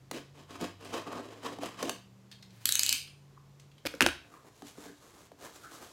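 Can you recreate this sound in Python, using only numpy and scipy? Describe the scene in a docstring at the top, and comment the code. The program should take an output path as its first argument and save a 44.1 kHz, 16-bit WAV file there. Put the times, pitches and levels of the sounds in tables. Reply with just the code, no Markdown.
"""Slitting a taped parcel

In a small, crowded room a snap-off knife saws through tape in stick-slip jerks that shake the box.
The blade is ratcheted back, its steel ringing at each notch, and the knife clacks down hard on the
table near the microphone. Hands rub and tap the cardboard, feeling for the flaps.
An engine hums faintly through the wall."""
import sys
import numpy as np
from scipy import signal
from scipy.fft import rfft, irfft
from scipy.io import wavfile

SR = 44100
rng = np.random.default_rng(int(sys.argv[2]) if len(sys.argv) > 2 else 0)


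def dump(signal):
    """Clip the signal to [-1, 1] and save it as 16-bit WAV at the path in sys.argv[1]."""
    limited = np.clip(np.atleast_2d(signal).T, -1, 1)
    pcm = np.round(limited * 32767).astype(np.int16)
    wavfile.write(sys.argv[1], SR, pcm)


N = 261069
TIME = np.arange(N) / SR

# cardboard panel modes: f/Hz, level/dB, t60/s
BOX_MODES = [(178.5, -6, 0.15), (249.5, -1.5, 0.15), (292.2, 0, 0.18), (337, 1, 0.036), (395.6, 2.5, 0.065),
             (453, 1.5, 0.051), (690, -2, 0.016), (1244, -13, 0.069)]
# slider jumping the notches: t/s, click/dB, ring/Hz
NOTCHES = [(2.6548, 3, 3680), (2.6898, 0.5, 3450), (2.722, 1.5, 3770), (2.7532, 1.5, 6440),
           (2.7929, 3, 5260), (2.832, 1, 7440), (2.8625, -2.5, 3900), (2.8912, 2.5, 4870),
           (2.9260, 1, 5100)]


def cutting():
    """The blade jerks through tape and fibres: the edge rasps, the cut scrapes, the box growls."""
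    # short hard pushes, long light drags: t/s, length/s, growl/dB, scrape/dB, rasp/dB
    cuts = [(0.147, 0.028, -44, -55.5, -49.5), (0.365, 0.057, -58, -61, -60.5),
            (0.505, 0.052, -52.5, -52, -53), (0.614, 0.037, -39, -44.5, -43),
            (0.805, 0.034, -57, -58.5, -59.5), (0.855, 0.11, -49, -54.5, -51),
            (0.94, 0.047, -38.5, -42, -45), (1.075, 0.13, -43, -46.5, -53.5), (1.2, 0.47, -52, -58, -60),
            (1.453, 0.015, -41, -40, -43), (1.49, 0.04, -46.5, -53, -54.5),
            (1.625, 0.04, -44, -46.5, -46.5), (1.70, 0.048, -58.5, -57.5, -58.5),
            (1.795, 0.037, -46, -43.5, -44.5), (1.836, 0.053, -37.5, -51, -47)]
    # spectra: f/Hz, level/dB
    growl_spectrum = [(100, -21), (170, -4.5), (215, -10), (250, 2), (300, -1), (360, -2), (430, -4.5),
                      (500, 1.5), (600, -1.5), (720, -3), (850, -27), (1300, -18.5), (3000, -67)]
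    rasp_spectrum = [(900, -14), (1500, 2.5), (2100, -1.5), (3200, -2), (5000, -7.5), (6800, -7),
                     (9200, -13.5), (11700, -17), (15000, -22), (16000, -26)]
    # resonances of the scraping edge: f/Hz, width/Hz, level/dB
    scrape_peaks = [(902, 48, 2), (1090, 235, 6), (1210, 160, -27)]
    rasp_peaks = [(2520, 490, -4.5), (3020, 150, -3), (3840, 130, -5.5), (4950, 200, 1.5)]
    growl_gain, scrape_gain, rasp_gain = stroke_gains(cuts, attack_s=0.042, swell_db=-0.5, release_s=0.025)
    slips = friction(slips_per_s=900, spread_db=2, smooth_db=0, uneven_db=5.5, jerks_per_s=90)
    growl = box_panels(slips, growl_spectrum, ring_db=4.5, width_hz=11.4)
    scrape = rms_one(resonate(resonances(slips, scrape_peaks), hz=1100, width_hz=2220))
    rasp = rms_one(colour(slips + resonances(slips, rasp_peaks), rasp_spectrum))
    return growl_gain * growl + scrape_gain * scrape + rasp_gain * rasp


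def taps():
    """The blade catches or a finger taps: a papery snap and the hollow boom of the box."""
    hits = [(0.112, -8.5, 1840, -42.5), (0.611, -15, 2650, -40), (0.623, -21, 1100, -36),
            (0.848, -26, 3080, -52.5), (1.070, -30, 700, -44.5), (1.448, -18.5, 1090, -44.5),
            (1.586, -18, 750, -40), (1.633, -6, 650, -52), (1.658, -19.5, 4670, -46.5),
            (1.827, -2, 1040, -46), (1.882, -15, 650, -40.5), (1.8942, -3.5, 2700, -56),
            (4.446, -32, 500, -58), (4.621, -20, 1020, -47), (4.646, -33, 403, -53),
            (4.777, -24, 500, -47.5), (4.803, -47, 500, -60), (4.856, -33, 1600, -47),
            (4.895, -42, 500, -52), (5.317, -23.5, 680, -59), (5.388, -32, 394, -58)]  # t/s, snap/dB, ring/Hz, boom/dB
    spectrum = [(200, -5), (500, 11.5), (1200, 6.5), (2200, -2.5), (5000, 5), (9000, 2.5), (16000, -3)]  # snap: f/Hz, level/dB
    times_s, _, _, boom_db = np.transpose(hits)
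    out = struck(BOX_MODES, times_s, boom_db, scatter_db=2.5)
    for start_s, db, hz, _ in hits:
        snap = contact(spectrum, rise_s=0.0005, decay_s=0.003, ring_hz=hz, ring_db=2, width_ratio=0.5)
        add(out, start_s, from_db(db) * soften(snap, 2.7 * hz))
    return out


def ratchet():
    """The sprung slider snaps into each notch; the table top returns an echo."""
    spectrum = [(100, -17), (250, -20.5), (500, -22.5), (950, -23.5), (1300, -11.5), (2000, -6),
                (2700, -8.5), (3800, -1), (5100, -2.5), (6500, -1), (7900, -0.5), (9000, -5), (11500, -2),
                (15500, -12.5)]  # click: f/Hz, level/dB
    out = np.zeros(N)
    for start_s, db, hz in NOTCHES:
        click = contact(spectrum, rise_s=0.0014, decay_s=0.0012, ring_hz=hz, ring_db=0, width_ratio=0.25)
        add(out, start_s, from_db(db) * click)
    echo = np.interp(TIME - 0.0073, TIME, out)
    return out + from_db(-16.5) * echo


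def blade_ring():
    """The steel rings and buzzes in its channel more freely with each notch, most as it slides home."""
    times_s = np.transpose(NOTCHES)[0]
    steel_db = -51.5 + 1.4 * np.arange(len(times_s))
    steel_db[-1] += 2.5  # hard stop
    shake = sum(from_db(db) * (TIME > start_s) * np.exp(-np.abs(TIME - start_s) / 0.032)
                for start_s, db in zip(times_s, steel_db))
    buzz = from_db(1) * rms_one(noise_band(2250, 3150, order=4, size=N))
    modes = [(2560, -0.5, 0.16), (2700, -7.5, .22), (2950, -2, 0.2), (3030, -10, 0.18), (3677, -8.5, 0.15),
             (4960, -11, 0.15), (7660, -8, .18), (9300, -5.5, 0.42), (13390, -7.5, .19),
             (13850, -12, 0.165)]  # steel: f/Hz, level/dB, t60/s
    return struck(modes, times_s, steel_db, scatter_db=3.5) + shake * buzz


def slider():
    """The thumb pushes the slider home, scraping it along its track."""
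    push = [(2.64, 0.31, -56.5)]  # t/s, length/s, level/dB
    spectrum = [(120, -16.5), (250, 12.5), (450, -9), (900, 0.5), (2500, -1), (4200, -3), (8000, -8),
                (16000, -13)]  # scrape: f/Hz, level/dB
    gain, = stroke_gains(push, attack_s=0.22, swell_db=7.5, release_s=0.011)
    slips = friction(slips_per_s=3700, spread_db=2, smooth_db=2, uneven_db=6.5, jerks_per_s=60)
    return gain * colour(slips, spectrum)


def knife_drop():
    """Each end of the knife clacks down in turn; the handle rings and the table thumps."""
    knocks = [(3.853, -13.5, 1700, -35), (3.860, -10.5, 4500, -42), (3.866, -6.5, 4000, -58),
              (3.87, -7.5, 3000, -68), (3.939, -19, 1500, -41.5), (3.950, -26, 5000, -51),
              (4.007, 9.5, 1900, -30), (4.017, 4.5, 1500, -60), (4.0226, 4.5, 3200, -25),
              (4.028, -5, 3000, -51), (4.0415, -23, 3500, -34), (4.063, 8, 1550, -34),
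              (4.0723, -13, 7000, -50), (4.087, -6, 1600, -41)]  # touch, fall, rocking: t/s, clack/dB, ring/Hz, thump/dB
    spectrum = [(100, -9.5), (220, -11), (330, 0), (480, -3), (850, 1), (1080, -6), (1400, 3), (1950, -3),
                (2500, 2), (3200, -4.5), (4300, -2), (8000, -6), (11000, -3.5), (16000, -12.5)]  # clack: f/Hz, level/dB
    # modes: f/Hz, level/dB, t60/s
    table_modes = [(51, -23, 0.32), (73.5, -21.5, 0.38), (115.8, -17, 0.15), (184.4, -14.5, 0.12),
                   (257, -2, 0.095), (307, 1.5, 0.066), (354, -2.5, 0.12), (469, 0, 0.036), (542, 0, 0.04),
                   (800, -22, 0.038)]
    handle_modes = [(1300, 1.5, 0.14), (1430, 7, 0.16), (1590, -10, 0.17), (1606, -5, 0.13),
                    (1930, -7.5, 0.15), (2270, -12.5, .13), (2470, -5, 0.11), (2570, -5, .11)]
    times_s, clack_db, _, thump_db = np.transpose(knocks)
    out = struck(table_modes, times_s, thump_db, scatter_db=4)
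    out += struck(handle_modes, times_s, clack_db - 54.5, scatter_db=3.5)
    for start_s, db, hz, _ in knocks:
        clack = contact(spectrum, rise_s=0.0004, decay_s=0.002, ring_hz=hz, ring_db=4, width_ratio=0.6)
        add(out, start_s, from_db(db) * soften(clack, 2.3 * hz))
    return out


def rubbing():
    """A faint, brief squeak near 1 kHz; later, hands and sleeves rub the box and fingertips swish."""
    rubs = [(3.90, 0.083, -62.5, -62.5), (4.25, 0.23, -63.5, -71), (4.56, 0.7, -79, -65.5),
            (4.665, 0.03, -79, -57), (4.785, 0.098, -59, -57.5), (5.06, 0.16, -62, -62),
            (5.44, 0.034, -51.5, -53.5), (5.53, 0.37, -62, -57.5), (5.815, 0.018, -53, -60)]  # t/s, length/s, body/dB, hiss/dB
    # first row the squeak, the rest fingertip swishes: peak t/s, half-width/s, f/Hz, level/dB
    bursts = [(3.376, 0.0066, 1050, -58.5), (4.366, 0.04, 1090, -60), (4.88, 0.038, 1530, -61.5),
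              (5.076, 0.077, 1060, -66.5), (5.462, 0.015, 1620, -60), (5.61, 0.009, 590, -70),
              (5.668, 0.031, 1360, -49.5), (5.762, 0.06, 1150, -62.5)]
    # spectra: f/Hz, level/dB
    body_spectrum = [(120, -30.5), (210, -7), (250, -4.5), (330, -5.5), (450, -6), (700, -4.5),
                     (1000, -5.5), (1400, -7), (2400, -13), (5000, -29)]
    hiss_spectrum = [(1100, 0), (1900, -3.5), (2600, -2.5), (3800, -0.5), (4800, -3), (7200, -1),
                     (8800, -6.5), (12000, -8.5), (15500, -17.5)]
    body_gain, hiss_gain = stroke_gains(rubs, attack_s=0.1, swell_db=0.7, release_s=0.026)
    slips = friction(slips_per_s=900, spread_db=2.5, smooth_db=-1, uneven_db=4.5, jerks_per_s=48)
    out = body_gain * box_panels(slips, body_spectrum, ring_db=5.5, width_hz=24)
    out += hiss_gain * colour(slips, hiss_spectrum)
    for peak_s, half_width_s, hz, db in bursts:
        width_hz = 0.27 * hz
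        band = rms_one(resonate(resonate(slips, hz, width_hz), hz, width_hz))
        out += from_db(db) * band * np.exp(-((TIME - peak_s) / half_width_s) ** 2)
    return out


def blade_ticks():
    """The loose blade ticks in its handle."""
    ticks = [(2.314, -23.5, 3940), (2.325, -26.5, 4050), (2.425, -25.5, 4300), (2.505, -36.5, 5300),
             (3.074, -29, 2930), (3.597, -31.5, 6930), (3.715, -38, 3000), (3.78, -34.5, 2980)]  # t/s, level/dB, ring/Hz
    spectrum = [(500, -10), (1500, -2.5), (3800, 1), (6000, -5.5), (9000, -9), (16000, -19.5)]  # tick: f/Hz, level/dB
    out = np.zeros(N)
    for start_s, db, hz in ticks:
        tick = contact(spectrum, rise_s=0.00054, decay_s=0.0087, ring_hz=hz, ring_db=4.5, width_ratio=0.41)
        add(out, start_s, from_db(db) * tick)
    return out


def room(x):
    """Dense reflections build up after a short gap and die band by band; power gain 1."""
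    decay = [(60, .3), (250, .25), (700, 0.26), (1600, 0.37), (3000, 0.38), (5000, 0.38), (9000, 0.24),
             (16000, 0.28)]  # f/Hz, t60/s
    gap_s, build_s = 0.00057, 0.016
    t, tail = TIME[:SR // 2], 0
    edges_hz = np.geomspace(45, 18000, 11)
    for low, high in zip(edges_hz, edges_hz[1:]):
        t60_s = at_hz(decay, np.sqrt(low * high))
        tail += noise_band(low, high, order=2, size=len(t)) * from_db(-60 * t / t60_s)
    tail *= np.clip((t - gap_s) / build_s, 0, 1)
    return signal.fftconvolve(x, tail / np.linalg.norm(tail))[:N]


def engine():
    """Only low orders pass the wall; each swells as it glides through a standing wave of the room."""
    speeds = [(0, 16.6), (0.2, 17), (0.5, 18.5), (1.7, 23.1), (2.35, 24.6), (2.7, 22), (3.0, 18),
              (3.35, 17.35), (3.75, 17.7), (4.55, 17.2), (5.0, 14.3), (5.9, 14)]  # speeding up, then slowing: t/s, cycle rate/Hz
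    orders = [(3, -4.5), (5, -1.5), (6, -19.5), (8, -4.5), (11, -16)]  # multiple of cycle rate, level/dB
    wall = [(50, -14), (72, -23.5), (87, -17), (95, 0), (120, -3.5), (142, 3), (150, -7), (175, -19),
            (187, 2), (196, -2.5), (215, -10.5)]  # wall and standing waves: f/Hz, gain/dB
    fade_start_s, fade_s, fade_db = 3.64, 0.35, -14.5
    level = from_db(-56.5 + fade_db * np.clip((TIME - fade_start_s) / fade_s, 0, 1))
    cycle_hz = np.interp(TIME, *np.transpose(speeds))
    phase = 2 * np.pi * np.cumsum(cycle_hz) / SR
    hum = 0
    for order, db in orders:
        gain = from_db(db + at_hz(wall, order * cycle_hz))
        hum += gain * np.sin(order * phase + 2 * np.pi * rng.random())
    return np.sqrt(2) * level * hum


def air():
    """Still room air: faint, steady, bass-heavy noise."""
    spectrum = [(15, -66), (25, -13.5), (117, 1.5), (285, -7), (394, -6), (545, -11), (840, -14),
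                (1070, -13.5), (1370, -18.5), (3820, -22.5), (7310, -24.5), (8590, -30.5), (14800, -33.5),
                (16000, -44)]  # f/Hz, level/dB
    return from_db(-63.5) * colour(rng.standard_normal(N), spectrum)


def friction(slips_per_s, spread_db, smooth_db, uneven_db, jerks_per_s):
    """Surfaces catch and let go at random over a smooth rub, under jerky pressure; rms 1."""
    slipping = rng.random(N) < slips_per_s / SR
    strength = from_db(spread_db * np.minimum(rng.exponential(1, N), 4))
    slips = rms_one(slipping * strength * rng.choice([-1, 1], N))
    jerks = rng.uniform(-1, 1, size=2048)
    pressure = from_db(uneven_db * np.interp(TIME * jerks_per_s, np.arange(len(jerks)), jerks))
    return rms_one(pressure * (slips + from_db(smooth_db) * rng.standard_normal(N)))


def box_panels(slips, spectrum, ring_db, width_hz):
    """Slips drive the cardboard, whose panels stress their own modes; rms 1."""
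    panels = sum(from_db(db) * resonate(slips, hz, width_hz) for hz, db, _ in BOX_MODES)
    return rms_one(colour(slips + from_db(ring_db) * panels, spectrum))


def stroke_gains(strokes, attack_s, swell_db, release_s):
    """One gain curve per dB column: each stroke rises, changes by swell_db while held, then dies."""
    gains = 0
    for start_s, length_s, *db in strokes:
        t = TIME - start_s
        rise = np.clip(1 + t / attack_s, 0, 1) ** 2
        hold = from_db(swell_db * (np.clip(t / length_s, 0, 1) - 0.5))
        fall = np.exp(-np.maximum(t - length_s, 0) / release_s)
        gains = np.maximum(gains, np.outer(from_db(db), rise * hold * fall))
    return gains


def contact(spectrum, rise_s, decay_s, ring_hz, ring_db, width_ratio):
    """Hard contact: a brief rattle of micro-impacts with one stressed resonance; energy 1."""
    t = TIME[:2048]
    envelope = np.minimum(t / rise_s, 1) ** 2 * np.exp(-np.maximum(t - rise_s, 0) / decay_s)
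    rattle = colour(rng.choice([-1, 1], len(t)) * envelope, spectrum)
    sound = rattle + from_db(ring_db) * resonate(rattle, ring_hz, ring_hz * width_ratio)
    return sound / np.linalg.norm(sound)


def struck(modes, times_s, blow_db, scatter_db):
    """Each blow rings every mode, with random scatter in strength."""
    out, onsets = np.zeros(N), np.round(times_s * SR).astype(int)
    scatter = scatter_db * rng.standard_normal((len(onsets), len(modes)))
    for k, (hz, db, t60_s) in enumerate(modes):
        blows = np.full(N, 1e-18)
        blows[onsets] = from_db(blow_db + db + scatter[:, k]) * (-1) ** k
        r, w = from_db(-60 / (t60_s * SR)), 2 * np.pi * hz / SR
        out += signal.lfilter([0, np.sin(w)], [1, -2 * r * np.cos(w), r * r], blows)
    return out


def soften(x, corner_hz):
    """One-pole low-pass: a softer contact lasts longer and carries less treble."""
    r = np.exp(-2 * np.pi * corner_hz / SR)
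    return signal.lfilter([1 - r], [1, -r], x)


def resonate(x, hz, width_hz):
    """One resonance, peak gain 1."""
    r, w = np.exp(-np.pi * width_hz / SR), 2 * np.pi * hz / SR
    return signal.lfilter(np.array([1, 0, -1]) * (1 - r * r) / 2, [1, -2 * r * np.cos(w), r * r], x)


def resonances(x, peaks):
    """Parallel resonances."""
    return sum(from_db(db) * resonate(x, hz, width_hz) for hz, width_hz, db in peaks)


def colour(x, spectrum, size=4096):
    """Minimum-phase filter with the given spectral shape; power gain 1."""
    magnitude = from_db(at_hz(spectrum, np.fft.rfftfreq(size, 1 / SR)))
    cepstrum = irfft(np.log(magnitude))
    response = irfft(np.exp(rfft(2 * cepstrum[:size // 2], size)))
    return signal.fftconvolve(x, response / np.linalg.norm(response))[:len(x)]


def noise_band(low_hz, high_hz, order, size):
    """Band-passed white noise."""
    bandpass = signal.butter(order, [low_hz, high_hz], "band", fs=SR, output="sos")
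    return signal.sosfilt(bandpass, rng.standard_normal(size))


def add(track, start_s, sound):
    """Mix a sound in at start_s."""
    start = round(start_s * SR)
    track[start:start + len(sound)] += sound[:N - start]


def at_hz(points, hz):
    """Read a table on a log-frequency axis."""
    f, value = np.transpose(points)
    return np.interp(np.log(np.maximum(hz, 1)), np.log(f), value)


def from_db(db):
    """Decibels to gain."""
    return 10 ** (np.asarray(db) / 20)


def rms_one(x):
    """Scale to rms 1."""
    return x / np.sqrt(np.mean(x ** 2) + 1e-20)


def scene():
    """Box and knife in the room, over engine hum and still air; mono."""
    box = cutting() + rubbing() + taps()
    knife = ratchet() + slider() + blade_ticks()
    steel, drop = blade_ring(), knife_drop()
    send = from_db(-8.5) * box + from_db(-6.5) * knife + from_db(-6) * steel + from_db(-12) * drop
    return (box + knife + steel + drop + room(send) + air() + engine())[None]


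def record(dry):
    """The microphone sheds deep bass; the top is cut steeply."""
    low_hz, high_hz = 40, 16000
    thin = signal.sosfilt(signal.butter(4, low_hz, "high", fs=SR, output="sos"), dry)
    return signal.sosfilt(signal.ellip(10, 0.1, 80, high_hz, fs=SR, output="sos"), thin)


dry = scene()
out = record(dry)
dump(out)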